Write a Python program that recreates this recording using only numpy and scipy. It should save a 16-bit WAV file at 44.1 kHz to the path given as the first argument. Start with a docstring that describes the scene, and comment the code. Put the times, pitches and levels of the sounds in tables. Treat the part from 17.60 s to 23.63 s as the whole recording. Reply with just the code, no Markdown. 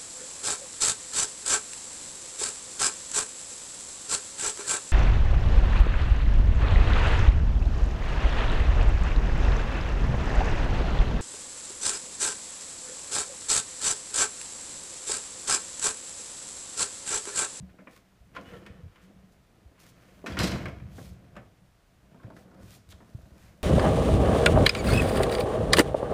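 """Small casters rumble over gritty concrete: a table saw is pushed across a driveway on a wooden dolly.
The wheels shake the hollow stand, swivels rasp and squeak, and loose parts knock. Midway a joint in
the slab sets the whole machine crashing, rattling and booming. Shoes scuff along on sand and the
microphone is nudged; the walls give a short echo over quiet air and a light breeze."""
import sys
import numpy as np
from scipy import signal
from scipy.fft import rfft, irfft, next_fast_len
from scipy.io import wavfile
from scipy.ndimage import uniform_filter1d, map_coordinates

SR = 44100
rng = np.random.default_rng(int(sys.argv[2]) if len(sys.argv) > 2 else 0)


def transcribe(signal):
    """Save signal, clipped to [-1, 1], as a 16-bit WAV file at the path in sys.argv[1]."""
    frames = np.atleast_2d(signal).T
    limited = np.clip(frames, -1, 1)
    pcm = np.round(limited * 32767).astype(np.int16)
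    wavfile.write(sys.argv[1], SR, pcm)


N = 265923

# Levels are relative: each layer has its own trim in the mix.
# how hard the wheels roll before and after the joint in the slab: t/s, level/dB
ROLL_IN = [(0.1, -64), (0.42, -75.5), (0.64, -69.5), (0.75, -62.5), (0.89, -53), (1.07, -59), (1.24, -63.5),
           (1.34, -72), (1.54, -64.5), (1.86, -69.5), (2.28, -65), (2.6, -62)]
ROLL_ON = [(3.299, -58), (3.7, -61.5), (3.94, -68), (4.22, -80), (4.44, -65.5), (4.66, -57), (4.84, -58),
           (5.02, -55.5), (5.22, -66.5), (5.44, -61.5), (5.68, -60), (6.03, -63.5)]
# casters drop into the joint: t/s, level/dB
JOLTS = [(2.634, -35), (2.788, -30.5)]
# how each part shakes: level at walking pace/dB, dB per dB of rolling, jolt rise/s (sign ignored),
# level re jolt/dB, decay/(dB/s)
DOLLY_SHAKE = (-57, 0.72, -0.07, -6.5, 24.5)
STAND_SHAKE = (-58, 1.0, -0.08, -2.5, 67)
CASTER_SHAKE = (-68, 1.33, 0.1, -1.5, 85.5)
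# casters and loose parts knock: t/s, level/dB, thud offset/dB, snap offset/dB, base decay/s,
# clack cutoff/Hz, ring f/Hz, ring offset/dB
KNOCKS = [(0.094, -52, -20, -22, 0.103, 5000, 1474, -1), (0.187, -46.5, -3, -30, 0.24, 2320, 1026, -8),
          (0.2722, -37, -9, -31, 0.09, 2690, 1774, -3.5), (0.3644, -48, -14, -16, 0.085, 5000, 1090, -3),
          (0.749, -52.5, -14, -7, 0.064, 5000, 1450, -5.5), (0.7631, -33, -14.5, -15, 0.12, 4000, 1405, 0),
          (0.7668, -32, -10.5, -18, 0.11, 5500, 1026, 4.5), (0.786, -45, 0, -20, 0.11, 1500, 496, 8),
          (0.812, -50, 0, 2, .1, 8000, 1440, -2), (0.91, -50, -10, -20, 0.098, 2500, 1800, -4),
          (0.935, -41.5, -7.5, -18, 0.091, 2500, 1333, 4.5),
          (1.0636, -40, -11.5, -4.5, 0.13, 6500, 1840, 2.5),
          (1.3589, -49.5, -15, -4.5, 0.08, 8000, 2130, -1), (1.495, -63.5, 9.5, -22, 0.12, 2000, 470, -0.5),
          (2.6418, -38.5, 5, -21, 0.06, 1510, 251, 10.5),
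          (2.6625, -25.5, -9, -10.5, 0.179, 7950, 1845, -3.5),
          (2.722, -39.5, -6, -4.5, 0.23, 8000, 3330, 2), (2.7703, -26.5, -6, -19, 0.28, 8000, 1380, 4),
          (2.79, -29, -17, 15.5, 0.041, 9000, 4090, -13), (2.7984, -22, -6, -10, 0.27, 8000, 1104, -2.5),
          (2.8413, -23.5, -4.5, -7, 0.067, 8000, 1427, -1), (2.873, -34, -16, 9.5, 0.16, 9000, 3520, 0),
          (2.9196, -34.5, -1, -20, 0.31, 8000, 2117, 6), (3.0565, -28, -7.5, -11.5, 0.11, 4500, 1556, 2),
          (3.0834, -36, -2.5, -9, 0.094, 5970, 1541, -9), (3.2004, -42, -19, -13, 0.051, 3950, 1740, -5),
          (3.3828, -33.5, -3.5, -28, 0.081, 1770, 1155, -5.5), (3.755, -47.5, -4, -10, 0.082, 3000, 632, 0),
          (3.7652, -36, -5.5, -11.5, .14, 3200, 1251, 3), (4.545, -50, -1, -26, 0.12, 1590, 910, -3),
          (4.599, -48, -15, -24, 0.12, 1600, 1094, 2.5), (4.6325, -47.5, -9, -12, 0.21, 1970, 1262, -5.5),
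          (4.703, -42.5, -4, -14.5, 0.11, 1490, 646, 4.5), (4.766, -42.5, -13, -8, 0.12, 2170, 1263, -2.5),
          (4.912, -50, -5, -11, 0.11, 1700, 934, -1), (4.945, -50, -5.5, -5, .1, 1400, 922, -7),
          (5.3228, -48, -16.5, 6.5, 0.097, 8000, 1170, -5), (5.405, -50, -2.5, -20.5, 0.13, 2020, 932.5, 0)]
# modes of a knocked part: multiple of its ring pitch, level/dB
PART_MODES = [(1.001, 3), (1.391, 0), (1.549, -10)]
# loose metal is thrown up and bounces: t/s, level/dB
BOUNCES = [(2.662, -51), (2.79, -31)]
# lowest modes of the stand: f/Hz, level/dB, t60/s
BOOM_MODES = [(143.4, -7, 0.3), (190.7, -0.5, 0.46), (253, -6, 0.53), (309.4, -5, 0.77)]
# dolly landings and nudges on the microphone: t/s, level/dB, f/Hz, t60/s
BUMPS = [(.003, -31, 137, 0.081), (.024, -35.5, 185, 0.21), (0.021, -41.5, 70.3, 0.355),
         (0.606, -43, 62.7, 0.087), (1.101, -33, 83.7, 0.057), (1.188, -37, 165, 0.072),
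         (1.233, -33, 93, 0.12), (1.258, -29, 97.7, 0.069), (2.056, -39.5, 67, 0.141),
         (2.696, -33, 118, 0.17), (2.711, -28, 182, .13), (2.722, -32, 77, 0.19), (2.789, -27, 66.7, 0.51),
         (2.799, -15.5, 101, 0.075), (2.835, -15, 184, 0.073), (2.885, -27.5, 88, 0.14),
         (2.927, -26.5, 123, .17), (2.974, -31, 190, 0.12), (3.044, -32, 90.2, 0.14),
         (3.068, -28, 136, .09), (3.128, -26.5, 95.2, .08), (3.341, -33, 86, 0.074),
         (3.508, -31.5, 84, 0.074), (3.79, -46, 128, 0.25), (4.644, -32, 113, 0.12),
         (5.284, -40.5, 89, 0.166), (5.335, -39.5, 71.4, 0.14), (5.548, -20, 109.4, 0.043),
         (5.579, -43, 67.3, .25), (5.63, -35, 69, 0.081), (5.719, -37.5, 65.7, 0.093)]
# a caster drags sideways: centre t/s, length/s, rasp level/dB, wheel ring re rasp/dB
SWIVELS = [(0.332, 0.1, -62.5, 2), (0.763, 0.033, -48, 0), (0.894, 0.037, -48.5, -5),
           (0.948, 0.0646, -55.5, 10.5), (1.076, 0.25, -67, 13), (1.387, 0.19, -61.5, -2.5),
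           (2.23, 0.11, -58.5, -19), (2.46, 0.23, -62, -4), (5.102, 0.065, -60.5, -17.5),
           (5.847, 0.15, -59.5, -16.5)]
# a dry swivel squeaks: centre t/s, length/s, level/dB, f/Hz
SQUEAKS = [(0.87, 0.046, -58.5, 2936), (0.885, 0.0707, -67.5, 3470)]
# wheels judder, soles slide: centre t/s, length/s, level/dB
JUDDERS = [(0.49, 0.13, -68), (1.13, 0.19, -58.5), (1.51, 0.22, -58.5)]
SCUFFS = [(0.345, 0.08, -65), (0.915, 0.232, -69.5), (1.442, 0.056, -70.5), (1.73, 0.0254, -70.5),
          (2.222, 0.0528, -61), (2.285, 0.048, -61.5), (2.52, 0.32, -71), (3.417, .17, -58.5),
          (4.795, 0.075, -66), (5.045, 0.082, -65.5), (5.136, 0.0816, -57.5), (5.312, 0.026, -56.5),
          (5.7, 0.663, -72.5), (5.84, 0.112, -70)]
# single grains crack under a sole: t/s, level/dB
CRACKS = [(0.312, -49), (0.3648, -42), (0.377, -45.5), (2.203, -43), (2.29, -55.5), (3.026, -48),
          (4.768, -49), (5.291, -43)]
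# resonances of stand panels, frame and table, dragged wheel, small steel part: f/Hz, width/Hz, level/dB
PANEL_MODES = [(194.6, 17.5, 6), (259, 18, -3), (492, 16, -1), (537, 19, -1), (648, 55, -12.5),
               (1005, 140, 0.5), (1440, 81, -7.5), (3270, 36, 7)]
FRAME_MODES = [(1070, 50, -9), (1385, 25, -3), (2150, 20, -2), (2603, 9, 5), (2793, 9, 2), (3219, 11, 3),
               (3525, 14, 0), (4097, 9, 4), (4500, 10, 1), (4893, 10, 2), (5185, 10, 1), (5560, 30, -9)]
WHEEL_MODES = [(493, 46, 8), (1350, 90, -7.5), (1540, 91, -11.5), (1824, 140, -7.5), (2974, 140, -15)]
STEEL_MODES = [(2840, 290, -9.5), (3170, 280, -5), (3480, 400, 3), (3950, 350, -15)]
# tone of dolly, hollow stand, caster contact, metal, soles, outdoor air and breeze: f/Hz, level/dB
DOLLY_EQ = [(22, -34.5), (40, -19.5), (60, 1), (70, -4.5), (108, -2), (200, -7), (260, -44.5), (440, -120)]
STAND_EQ = [(110, -35), (160, -3.5), (200, -1.5), (240, -4.5), (320, -4.5), (410, -10), (490, -10),
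            (680, -9), (820, -18.5), (1300, -38)]
CLACK_EQ = [(500, -15.5), (850, -4), (1050, 0), (1500, 2.5), (2500, -1), (3400, -10.5), (5000, -16),
            (9000, -25), (15000, -26)]
METAL_EQ = [(1500, -15), (3200, -1.5), (5000, -4), (7500, -8.5), (10000, -13.5), (15000, -20)]
SOLE_EQ = [(1000, -6), (2500, -2), (4200, -1.5), (6500, -3), (9000, -5.5), (12000, -7.5), (15500, -8.5)]
AIR_EQ = [(18, -53), (30, -14), (154, -11), (234, -13), (460, -13), (497, -18), (662, -13.5), (905, -19),
          (1270, -18.5), (15000, -36)]
BREEZE_EQ = [(20, -6), (34, -2.5), (55, -3.5), (90, -21.5)]
# reverb between the garage and house walls: f/Hz, t60/s
YARD_DECAY = [(100, 0.45), (500, 0.39), (2000, 0.35), (6000, 0.48), (14000, 0.155)]

WALKING_PACE_DB, JOLT_HOLD_S = -61, 0.059
TURN_START_S, TURN_LENGTH_S, SHIELDED_HZ = 4.5, 0.41, 1970


def rolling():
    """Grit under the wheels shakes the dolly, drums the stand and grinds in the casters."""
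    roll_db = np.interp(np.arange(N) / SR, *np.transpose([*ROLL_IN, *ROLL_ON]))
    uneven = np.clip(wobble(rate=45), -1.3, 1.3)  # surface of the slab
    dolly = grains(rate=900, spread_db=4) * shaking(DOLLY_SHAKE, roll_db)
    rumble = coloured(dolly * amp(-1.5 + 2.17 * wobble(rate=14)), DOLLY_EQ)
    stand = grains(rate=900, spread_db=3.5) * shaking(STAND_SHAKE, roll_db)
    drone = coloured(stand * amp(-2.5 + 2.3 * uneven), STAND_EQ, panels=0.52)
    crushed_grit = amp(roll_db - 16) * grains(rate=26, spread_db=2)
    casters = grains(rate=1100, spread_db=2.5) * shaking(CASTER_SHAKE, roll_db)
    grind = coloured(crushed_grit + casters * amp(-5 + 2 * uneven), CLACK_EQ, panels=0.81)
    # near the end the stand hides the grinding caster and dulls it
    hidden = np.clip((np.arange(N) / SR - TURN_START_S) / TURN_LENGTH_S, 0, 1)
    return rumble + drone + (1 - hidden) * grind + hidden * softened(grind, SHIELDED_HZ)


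def shaking(part, roll_db):
    """How strongly a part vibrates: it follows the rolling and is thrown about by each jolt."""
    walking_db, slope, rise_s, jolt_db, db_per_s = part
    thrown = sum(amp(db + jolt_db) * jolt(s, rise_s, db_per_s) for s, db in JOLTS)
    return np.hypot(amp(walking_db + slope * (roll_db - WALKING_PACE_DB)), thrown)


def jolt(s, rise_s, db_per_s):
    """Envelope of the shaking after a drop: it builds and, after a short hold, dies away."""
    t = np.maximum(np.arange(N) / SR - s, 0)
    return (1 - np.exp(-(t / rise_s) ** 2)) * amp(-db_per_s * np.maximum(t - JOLT_HOLD_S, 0))


def knocks():
    """Each contact clacks, thuds in the stand and rings the part; hard ones add a metallic snap."""
    clack, thud, snap, ring = np.zeros((4, N))
    for s, db, thud_db, snap_db, decay_s, top_hz, ring_hz, ring_db in KNOCKS:
        add(ring, s - .001, amp(db + ring_db - 6.5) * hollow_ring(ring_hz))
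        add(clack, s - .002, amp(db - 7.5) * softened(chatter(decay_s * 0.86, rise_s=0.0014), top_hz))
        add(thud, s - .002, amp(db + thud_db - 1) * chatter(decay_s * 1.81, rise_s=0.00076))
        add(snap, s - .001, amp(db + snap_db - 9.5) * chatter(decay_s * 0.446, rise_s=0.00044))
    body = coloured(clack, CLACK_EQ, panels=0.54) + coloured(thud, STAND_EQ, panels=0.35)
    return body + coloured(snap, METAL_EQ) + ring


def chatter(t60, rise_s):
    """The noise burst of one contact: fast attack, short tail."""
    t = np.arange(SR // 3) / SR
    return rng.standard_normal(len(t)) * amp(-60 * t / t60) * (1 - np.exp(-t / rise_s))


def hollow_ring(ring_hz, width_hz=34):
    """A knocked part rings briefly in damped modes of unsteady pitch, peak 1."""
    t = np.arange(SR // 6) / SR
    drift = uniform_filter1d(rng.standard_normal((len(PART_MODES), len(t))), size=60)
    mode_hz = ring_hz * np.array(PART_MODES)[:, :1] * (1 + 0.28 * drift)
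    phases = 2 * np.pi * np.cumsum(mode_hz, axis=1) / SR
    modes = sum(amp(db) * np.sin(phase) for (_, db), phase in zip(PART_MODES, phases))
    ring = modes * np.exp(-np.pi * width_hz * t) * (1 - np.exp(-t / 0.0015))
    return ring / np.abs(ring).max()


def rattle(mode_count=300, t60=0.058):
    """Fence and guard bounce on the table in flurries; each touch rings them and the frame."""
    t = np.arange(SR // 6) / SR
    mode_hz = 2500 * 6 ** ((np.arange(mode_count)[:, None] + rng.random((mode_count, 1))) / mode_count)
    modes = np.sin(2 * np.pi * (mode_hz * t + rng.random((mode_count, 1)))).sum(0) * amp(-60 * t / t60)
    bouncing = sum(amp(db - 5.5) * jolt(s, rise_s=0.003, db_per_s=182) for s, db in BOUNCES)
    flurries = grains(rate=520, spread_db=1.5) * amp(2.5 * np.clip(wobble(rate=110), -1.3, 1.3))
    touches = unit(flurries) * bouncing
    ring = signal.fftconvolve(touches, modes / np.linalg.norm(modes))[:N]
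    blows = np.zeros(N)  # the landings themselves strike the frame
    for s, db in BOUNCES:
        add(blows, s + 0.0028, amp([db + 21.5]))
    frame = ringing(amp(-8) * touches + blows, FRAME_MODES)
    return coloured(0.74 * touches + 0.53 * ring, METAL_EQ) + frame


def boom(start_s=2.835):
    """The heaviest landing rings the hollow stand in its lowest modes."""
    track, t = np.zeros(N), np.arange(SR) / SR
    modes = sum(amp(db - 60 * t / t60) * np.sin(2 * np.pi * hz * t) for hz, db, t60 in BOOM_MODES)
    add(track, start_s, amp(-31) * modes * (1 - np.exp(-t / 0.002)))
    return track


def bumps():
    """Dull, heavily damped thumps as the dolly lands or the microphone is nudged."""
    track, t = np.zeros(N), np.arange(SR // 3) / SR
    attack = 1 - np.exp(-t / 0.0033)
    for s, db, hz, t60 in BUMPS:
        add(track, s, amp(db - 60 * t / t60) * np.sin(2 * np.pi * hz * t) * attack)
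    return signal.sosfilt(signal.butter(N=2, Wn=32, btype="high", fs=SR, output="sos"), track)


def swivels():
    """A wheel dragged sideways rasps in short slips that ring its resonances."""
    slips = grains(rate=1100, spread_db=-1) * amp(2.64 * np.clip(wobble(rate=78), -1.3, 1.3))
    rasp = coloured(slips * strokes(row[:3] for row in SWIVELS), CLACK_EQ, panels=0.23)
    drag = strokes((s, length, db + ring_db) for s, length, db, ring_db in SWIVELS)
    return amp(-5.5) * (rasp + ringing(slips * drag, WHEEL_MODES))


def judder(panel_hz=194, wander_hz=5.6):
    """Juddering wheels keep the stand's lowest panel mode humming, unsteady in pitch and strength."""
    pitch = panel_hz + wander_hz * wobble(rate=22)
    hum = unit(np.sin(2 * np.pi * np.cumsum(pitch) / SR))
    return strokes(JUDDERS) * amp(3.6 * wobble(rate=48)) * hum


def squeaks(rise_hz_per_s=1500, jitter_hz=44.6):
    """The dry swivel bearing squeaks faintly, rising and unsteady."""
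    track, t = np.zeros(N), np.arange(N) / SR
    for s, length, db, hz in SQUEAKS:
        pitch = hz + rise_hz_per_s * np.clip(t - s, -length, length) + jitter_hz * wobble(rate=620)
        track += strokes([(s, length, db)]) * np.sin(2 * np.pi * np.cumsum(pitch) / SR)
    return track


def clink(centre_s=5.321, length_s=0.016, db=-56):
    """A small steel part chatters in one short tick."""
    return ringing(grains(rate=3500, spread_db=7) * strokes([(centre_s, length_s, db)]), STEEL_MODES)


def scuffs(crack_t60=0.0111):
    """Sand hisses under each stroke of a sliding sole; coarse grains crunch and crack."""
    sand = grains(rate=9000, spread_db=1) * amp(-1 + 1.34 * wobble(rate=260))
    coarse = amp(-9) * grains(rate=160, spread_db=10)
    cracks, t = np.zeros(N), np.arange(SR // 30) / SR
    for s, db in CRACKS:
        add(cracks, s - .001, amp(db - 8.5 - 60 * t / crack_t60) * rng.standard_normal(len(t)))
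    return coloured(strokes(SCUFFS) * (sand + coarse) + cracks, SOLE_EQ)


def yard(x, predelay_s=0.012):
    """The garage and house walls answer, the highest treble dying first."""
    hz, t, noise = signal.stft(rng.standard_normal(SR // 2), SR, nperseg=256)
    tail = signal.istft(noise * amp(-60 * t / along(YARD_DECAY, hz)[:, None]), SR, nperseg=256)[1]
    response = np.concatenate([np.zeros(round(predelay_s * SR)), tail / np.linalg.norm(tail)])
    return signal.fftconvolve(response, x)[:N]


def outdoors():
    """A bed of quiet air, with a light breeze fluttering on the microphone."""
    air = amp(-67) * coloured(rng.standard_normal(N), AIR_EQ)
    gusts = amp(-70.5 + 2.8 * np.tanh(wobble(rate=7.8)))
    return air + gusts * coloured(rng.standard_normal(N), BREEZE_EQ)


def amp(db):
    """Decibels to gain."""
    return 10 ** (np.asarray(db) / 20)


def unit(x):
    """Scale to rms 1."""
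    return x / np.sqrt(np.mean(x ** 2) + 1e-20)


def along(points, hz):
    """Interpolate (f/Hz, value) points on a log frequency axis."""
    f, v = np.transpose(points)
    return np.interp(np.log(hz + 1), np.log(f + 1), v)


def wobble(rate):
    """A smooth random curve, rate knots a second."""
    return map_coordinates(rng.standard_normal(int(N * rate / SR) + 4), [np.arange(N) * rate / SR])


def grains(rate, spread_db):
    """Tiny impacts of random timing and size, about rate a second, rms 1."""
    sizes = amp(spread_db * np.clip(rng.standard_normal(N), -2, 2)) * rng.choice([-1, 1], N)
    return unit(sizes * (rng.random(N) < rate / SR))


def strokes(rows):
    """Envelope that swells and fades for each row of centre t/s, length/s, level/dB."""
    t = np.arange(N) / SR
    return sum(amp(db) / (1 + np.abs(2 * (t - s) / length) ** 4.5) for s, length, db in rows)


def add(track, s, sound):
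    """Mix a sound into the track at time s."""
    start = max(0, round(s * SR))
    track[start:start + len(sound)] += sound[:N - start]


def coloured(x, eq, panels=0):
    """Broad EQ at unit power gain; panels sets how far the stand's resonances stick out."""
    size = 2 * next_fast_len(len(x) // 2 + 4096)
    hz = np.fft.rfftfreq(size, 1 / SR)
    low, high = eq[0][0], eq[-1][0]
    gain = amp(along(eq, hz)) / (1 + (low / (2 * hz + 1)) ** 4) / (1 + (hz / (2 * high)) ** 4)
    peaks = sum(amp(db) / (1 + (2 * (hz - centre) / width) ** 2) for centre, width, db in PANEL_MODES)
    gain *= 1 + panels * peaks
    # minimum phase, so nothing rings ahead of a hit
    cepstrum = irfft(np.log(unit(gain) + 1e-6))
    cepstrum[1:size // 2] *= 2
    cepstrum[size // 2 + 1:] = 0
    return irfft(rfft(x, size) * np.exp(rfft(cepstrum)), size)[:len(x)]


def softened(x, top_hz):
    """Roll off the treble above top_hz."""
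    return signal.sosfilt(signal.butter(N=5, Wn=top_hz, fs=SR, output="sos"), x)


def ringing(x, modes):
    """Ring resonances (f/Hz, width/Hz, level/dB) with x, at unit power gain."""
    t = np.arange(SR // 3) / SR
    body = sum(amp(db) * width * np.exp(-np.pi * width * t) * np.sin(2 * np.pi * hz * t)
               for hz, width, db in modes)
    return signal.fftconvolve(x, body / np.linalg.norm(body))[:len(x)]


def scene():
    """Mono mix: machine and shoes with the yard's reverb, dry thumps and the outdoor bed."""
    machine = rolling() + judder() + swivels() + squeaks() + knocks() + boom() + clink() + rattle()
    direct = machine + scuffs()
    bed = outdoors()
    return (direct + amp(-11.5) * yard(direct) + bumps() + bed)[None]


def record(dry, top_hz=15450):
    """A brick-wall low-pass cuts everything above top_hz."""
    size = next_fast_len(N + SR // 2)
    passband = np.fft.rfftfreq(size, 1 / SR) < top_hz
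    return irfft(rfft(dry, size) * passband, size)[:, :N]


dry = scene()
out = record(dry)
transcribe(out)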